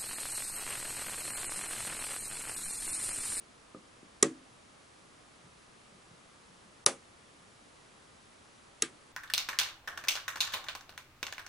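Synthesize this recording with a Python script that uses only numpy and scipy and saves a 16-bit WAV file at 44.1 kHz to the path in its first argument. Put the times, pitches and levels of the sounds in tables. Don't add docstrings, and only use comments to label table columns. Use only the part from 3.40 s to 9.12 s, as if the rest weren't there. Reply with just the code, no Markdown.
import sys
import numpy as np
from scipy import signal
from scipy.fft import rfft, irfft
from scipy.io import wavfile
from scipy.ndimage import uniform_filter1d

SR = 44100
rng = np.random.default_rng(int(sys.argv[2]) if len(sys.argv) > 2 else 0)


def gain_from_db(level_db):
    decades = np.asarray(level_db, float) / 20
    return 10 ** decades


def to_wav(s):
    ch = np.atleast_2d(s).T
    pcm = np.round(np.clip(ch, -1, 1) * 32767)
    wavfile.write(sys.argv[1], SR, pcm.astype(np.int16))


N = 252296


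def add(track, s, sound):
    i = int(s * SR)
    track[..., i:i + sound.shape[-1]] += sound[..., :N - i]


def unit(x):
    return x / np.abs(x).max()


def shape(x, table):
    hz, gain_db = np.transpose(table)
    n = x.shape[-1]
    bins_hz = np.arange(n // 2 + 1) * SR / n + 1
    gain = gain_from_db(np.interp(np.log(bins_hz), np.log(hz), gain_db))
    return irfft(rfft(x) * gain, n)


def coloured(table, db):
    x = shape(rng.standard_normal(N), table)
    return x * gain_from_db(db) / x.std()


def microphone_hiss():
    # (frequency [Hz], density [dB per Hz])
    middle_hiss = [(20, -10), (87, -1), (250, -2), (900, -7.5), (1200, -5), (1500, -9.5), (11000, -18.5),
                   (14300, -55)]
    # (frequency [Hz], density [dB per Hz])
    side_hiss = [(20, -21.5), (254, -0.45), (1000, -0.8), (1670, -4), (7700, -20), (9440, -18),
                 (11000, -24.5), (14300, -60)]
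    return coloured(middle_hiss, -60) + coloured(side_hiss, -62.5) * np.array([[1], [-1]])


def swell(hz, width):
    t = np.arange(int(.08 * SR)) / SR
    envelope = np.e * np.pi * width * t * np.exp(-np.pi * width * t)
    return np.sin(2 * np.pi * hz * t) * envelope


def hands():
    # (time [s], peak level [dB], pitch [Hz], frame knock [dB])
    bumps = [
        (0.3467, -35.5, 320, -9.5),
        (0.6294, -44, 302, -26),
        (2.041, -48.5, 130, -20),
        (2.521, -49.5, 150, -21),
        (2.709, -50.5, 140, -12),
        (3.097, -56, 155, -20),
        (3.258, -53.5, 200, -26),
        (3.999, -53, 137.6, -19.5),
    ]
    out = np.zeros(N)
    frame = swell(1230, 165) + gain_from_db(-1) * swell(500, 120)
    for s, db, hz, frame_db in bumps:
        add(out, s, gain_from_db(db) * (swell(hz, .75 * hz) + gain_from_db(frame_db) * frame))
    room = room_answer([(100, -10.0), (250, -2.5), (600, -1.5), (1500, -6.0), (4000, -12.5)])
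    return out, gain_from_db(-39.5) * signal.fftconvolve(out[None], room, axes=1)[:, :N]


def room_answer(colour):
    # (frequency [Hz], t60 [s])
    decay_times = [(150, .33), (300, 0.27), (600, 0.14), (1200, .19), (2500, .17), (5000, .14),
                   (8000, 0.23), (12000, 0.108)]
    # (frequency [Hz], level [dB])
    side_colour = [(100, -11), (300, -12), (600, -2), (1500, -1), (5000, 0), (11000, -3.5)]
    gap_s, side_db = 0.0028, -6
    t = np.arange(SR // 2) / SR
    hz, t60 = np.transpose(decay_times)
    noise = shape(rng.standard_normal((2, len(t))), colour)
    noise = noise / noise.std()
    out = 0
    for centre_hz in 100 * 2 ** np.arange(0, 7.1, .5):
        edges_hz = [centre_hz * 2 ** -.25, centre_hz * 2 ** .25]
        sos = signal.butter(2, edges_hz, "bandpass", fs=SR, output="sos")
        fade = gain_from_db(-60 * t / np.interp(np.log(centre_hz), np.log(hz), t60))
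        out = out + fade * signal.sosfiltfilt(sos, noise)
    out = out * np.clip(t / gap_s, 0, 1) ** 2
    side = gain_from_db(side_db) * shape(out[1], side_colour)
    return np.array([out[0] + side, out[0] - side])


def chatter(first_s, blow_db, gap_s, loss_db):
    bounces, jitter = 4, 0.023
    touch_db, rattle_db = -9, -11.5
    k = np.arange(bounces)
    firm_s = first_s + gap_s * (k + jitter * rng.standard_normal(bounces))
    firm_db = blow_db - loss_db * k
    touch = (first_s - gap_s / 2, blow_db + touch_db)
    rattles = zip(firm_s + gap_s / 2, firm_db + rattle_db)
    return [touch, *zip(firm_s, firm_db), *rattles]


def ring(hz, t60, length):
    t = np.arange(int(length * SR)) / SR
    return np.sin(2 * np.pi * hz * t) * np.exp(-np.log(1000) * t / t60)


def resonances(table, length):
    out = 0
    for k, (hz, width, db) in enumerate(table):
        t60 = np.log(1000) / (np.pi * width)
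        out = out + (-1) ** k * gain_from_db(db) * width / 300 * ring(hz, t60, length)
    return out


def lockwork(contacts, steel, crack_db):
    out = np.zeros(N)
    body = unit(resonances(steel, .03))
    for s, blow_db in contacts:
        crack = rng.standard_normal(88) * np.exp(-np.arange(88) / (0.00029 * SR))
        crack = np.diff(crack, prepend=0)
        add(out, s, gain_from_db(blow_db) * body)
        add(out, s, gain_from_db(blow_db + crack_db) * crack)
    return signal.sosfilt(signal.butter(2, 2200, "highpass", fs=SR, output="sos"), out)


def cylinder_and_spring(modes):
    return sum(gain_from_db(db) * ring(hz, t60, 0.294) for hz, db, t60 in modes)


def bench(modes, thud, start_s, bench_db, thud_db):
    out = np.zeros(N)
    boom = 0
    for hz, db, t60 in modes:
        boom = boom + gain_from_db(db) * (ring(hz, t60, .4) - 0.36 * ring(hz + 17, t60, .4))
    boom = boom * (1 - np.exp(-np.arange(len(boom)) / (0.019 * SR)))
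    add(out, start_s, gain_from_db(bench_db) * unit(boom))
    grip = sum((-1) ** k * gain_from_db(db) * swell(hz, width) for k, (hz, width, db) in enumerate(thud))
    add(out, start_s, gain_from_db(thud_db) * grip)
    return out


def wall_echo(low):
    dull = signal.sosfilt(signal.butter(2, 700, fs=SR, output="sos"), low)
    return gain_from_db(-11.5) * np.roll(dull, int(.019 * SR))


def at_two_ports(steel_clicks):
    return steel_clicks + gain_from_db(-20.5) * np.array([[1], [-1]]) * np.roll(steel_clicks, 12)


def scene():
    # (first firm contact [s], blow [dB], time between bounces [s], loss per bounce [dB], thud delay [s])
    clicks = [
        (.8270, -9, .001017, 0.5, -0.00039),
        (3.4628, 0.6, .00104, 5.5, .0006),
        (5.4226, -7.5, .00104, 4, .0008),
    ]
    # (bench [dB], thud [dB], bare crack [dB], room [dB], ring [dB])
    knocks = [
        (-22, -18.5, -3, -30, -38.5),
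        (-28, -24.5, -8, -27.5, -34.5),
        (-39, -33.5, -4, -36, -44),
    ]
    # (frequency [Hz], width [Hz], level [dB])
    steel_modes = [
        [(1838, 80, -19), (3245, 99, -8.5), (3550, 90, -13), (5800, 469, -6.5), (6730, 300, -3.5),
         (7580, 330, -5.5), (8570, 160, -12.5), (8750, 640, -9.5), (10750, 250, -9)],
        [(1922, 370, -22.5), (2760, 230, -12), (3805, 280, -12.5), (4850, 450, -6.5), (6200, 580, -6.5),
         (7970, 253, -11), (9550, 220, -2.5), (10920, 440, -6)],
        [(3000, 1000, -10.5), (3830, 180, -17), (4260, 180, -14), (5470, 300, -7.5), (6620, 310, -3),
         (7850, 620, -10), (8520, 470, -10.5), (10220, 280, -8), (10860, 190, -8.5)],
    ]
    # (frequency [Hz], level [dB], t60 [s])
    long_rings = [
        [(1935, -15, 0.11), (2242, -0.5, 0.081), (5830, -5.5, .08), (6900, -13, .1), (7860, -5, 0.1),
         (7500, 0.7, .13), (7250, -3, .11), (8300, -12, 0.15)],
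        [(2790, -5.5, .1), (4650, -9, 0.16), (6194, -9, .08), (7240, -3, .09), (8200, -5, .15), (9500, -1, .12),
         (10000, 0, .12)],
        [(1960, -8, .12), (4300, -5, 0.1), (5550, -1.5, 0.13), (5600, -4, .08), (7500, -3, 0.14),
         (8000, 4, 0.12), (10000, -6, .06)],
    ]
    # (frequency [Hz], level [dB], t60 [s])
    bench_modes = [
        [(140, -16, 0.18), (254, -16, 0.33), (274, -23, .45), (320.5, -3.5, 0.22), (367, -9, 0.16),
         (443, -6, 0.17), (553, -4, 0.1), (710, -20, 0.14), (1276, -17, 0.089)],
        [(209.2, -24, 0.199), (344, -6, 0.16), (472.5, -11.5, 0.18), (545, -1, .2), (561, -2, 0.12),
         (633, -12, .15), (800, -4.5, 0.16), (951, -14, .16), (1210, -12, 0.15), (1290, -14, 0.18)],
        [(256, -13, 0.15), (331.3, -3, 0.15), (442, 0.5, 0.09), (1200, -1.5, 0.088), (1280, -23, .18)],
    ]
    # (frequency [Hz], width [Hz], level [dB])
    grip_thuds = [
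        [(231, 102, -11), (392, 100, -2), (476, 100, -10), (803, 98, -23), (1115, 68, -14), (1223, 88, -9),
         (1610, 59, -18.5), (1915, 54, -16), (2295, 90, -34)],
        [(418, 120, -4), (786, 120, -15), (1230, 115, -0.5), (1607, 110, -10.5), (1930, 98, -10)],
        [(427, 98, -2), (1240, 115, -5), (1606, 37, -12), (1924, 200, -0.5)],
    ]
    # (frequency [Hz], density [dB per Hz])
    wall_colours = [
        [(100, -31), (330, -5), (600, -20.5), (1900, -21.5), (5000, -27), (7720, -25.5), (11000, -32.5),
         (12500, -68)],
        [(100, -26), (332, -4.5), (800, -4), (1700, -10.5), (4030, -13.5), (9590, -15), (11000, -14),
         (12500, -60)],
        [(150, -23), (331, -3.5), (650, -27.5), (1730, -13.5), (4000, -17), (5270, -24), (11000, -22.5),
         (12500, -65)],
    ]
    low, tail = hands()
    steel_clicks = 0
    for click, knock, steel, rings, modes, thud, colour in zip(
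            clicks, knocks, steel_modes, long_rings, bench_modes, grip_thuds, wall_colours):
        first_s, blow_db, gap_s, loss_db, delay_s = click
        bench_db, thud_db, crack_db, room_db, ring_db = knock
        start_s = first_s + delay_s
        contacts = chatter(first_s, blow_db, gap_s, loss_db)
        steel_clicks = steel_clicks + lockwork(contacts, steel, crack_db)
        add(steel_clicks, start_s, gain_from_db(ring_db) * cylinder_and_spring(rings))
        low = low + bench(modes, thud, start_s, bench_db, thud_db)
        add(tail, start_s, gain_from_db(room_db) * room_answer(colour))
    arriving = at_two_ports(steel_clicks) + low + wall_echo(low) + tail
    bass_cut = signal.butter(4, 118, "highpass", fs=SR, output="sos")
    return signal.sosfilt(bass_cut, arriving) + microphone_hiss()


def roll_off(x):
    return signal.sosfilt(signal.butter(12, 16510, fs=SR, output="sos"), x)


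def record(dry):
    # (start [s], end [s], silent above [Hz], depth [dB])
    dropouts = [
        (3.4468, 3.4585, 1300, -45),
        (3.4533, 3.4585, 20, -51),
        (.8205, .8232, 1380, -10),
    ]
    top_hz = 10930
    t = np.arange(N) / SR
    for start_s, end_s, above_hz, depth_db in dropouts:
        high = signal.sosfiltfilt(signal.butter(4, above_hz, "highpass", fs=SR, output="sos"), dry)
        gap = uniform_filter1d(1. * ((t > start_s) & (t < end_s)), size=44)
        dry = dry - (1 - gain_from_db(depth_db)) * gap * high
    low = signal.sosfiltfilt(signal.ellip(8, .1, 46, top_hz, fs=SR, output="sos"), dry)
    trace = shape(dry, [(top_hz, -30), (11700, -2), (12500, 0), (13400, 8), (14500, 0.5), (15500, -6),
                        (16200, -9), (17000, -70)])
    strength = uniform_filter1d(trace ** 2, size=256)
    trace = trace * strength / (strength + gain_from_db(-21) ** 2)
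    return roll_off(low + gain_from_db(-22) * trace)


dry = scene()
out = record(dry)
to_wav(out)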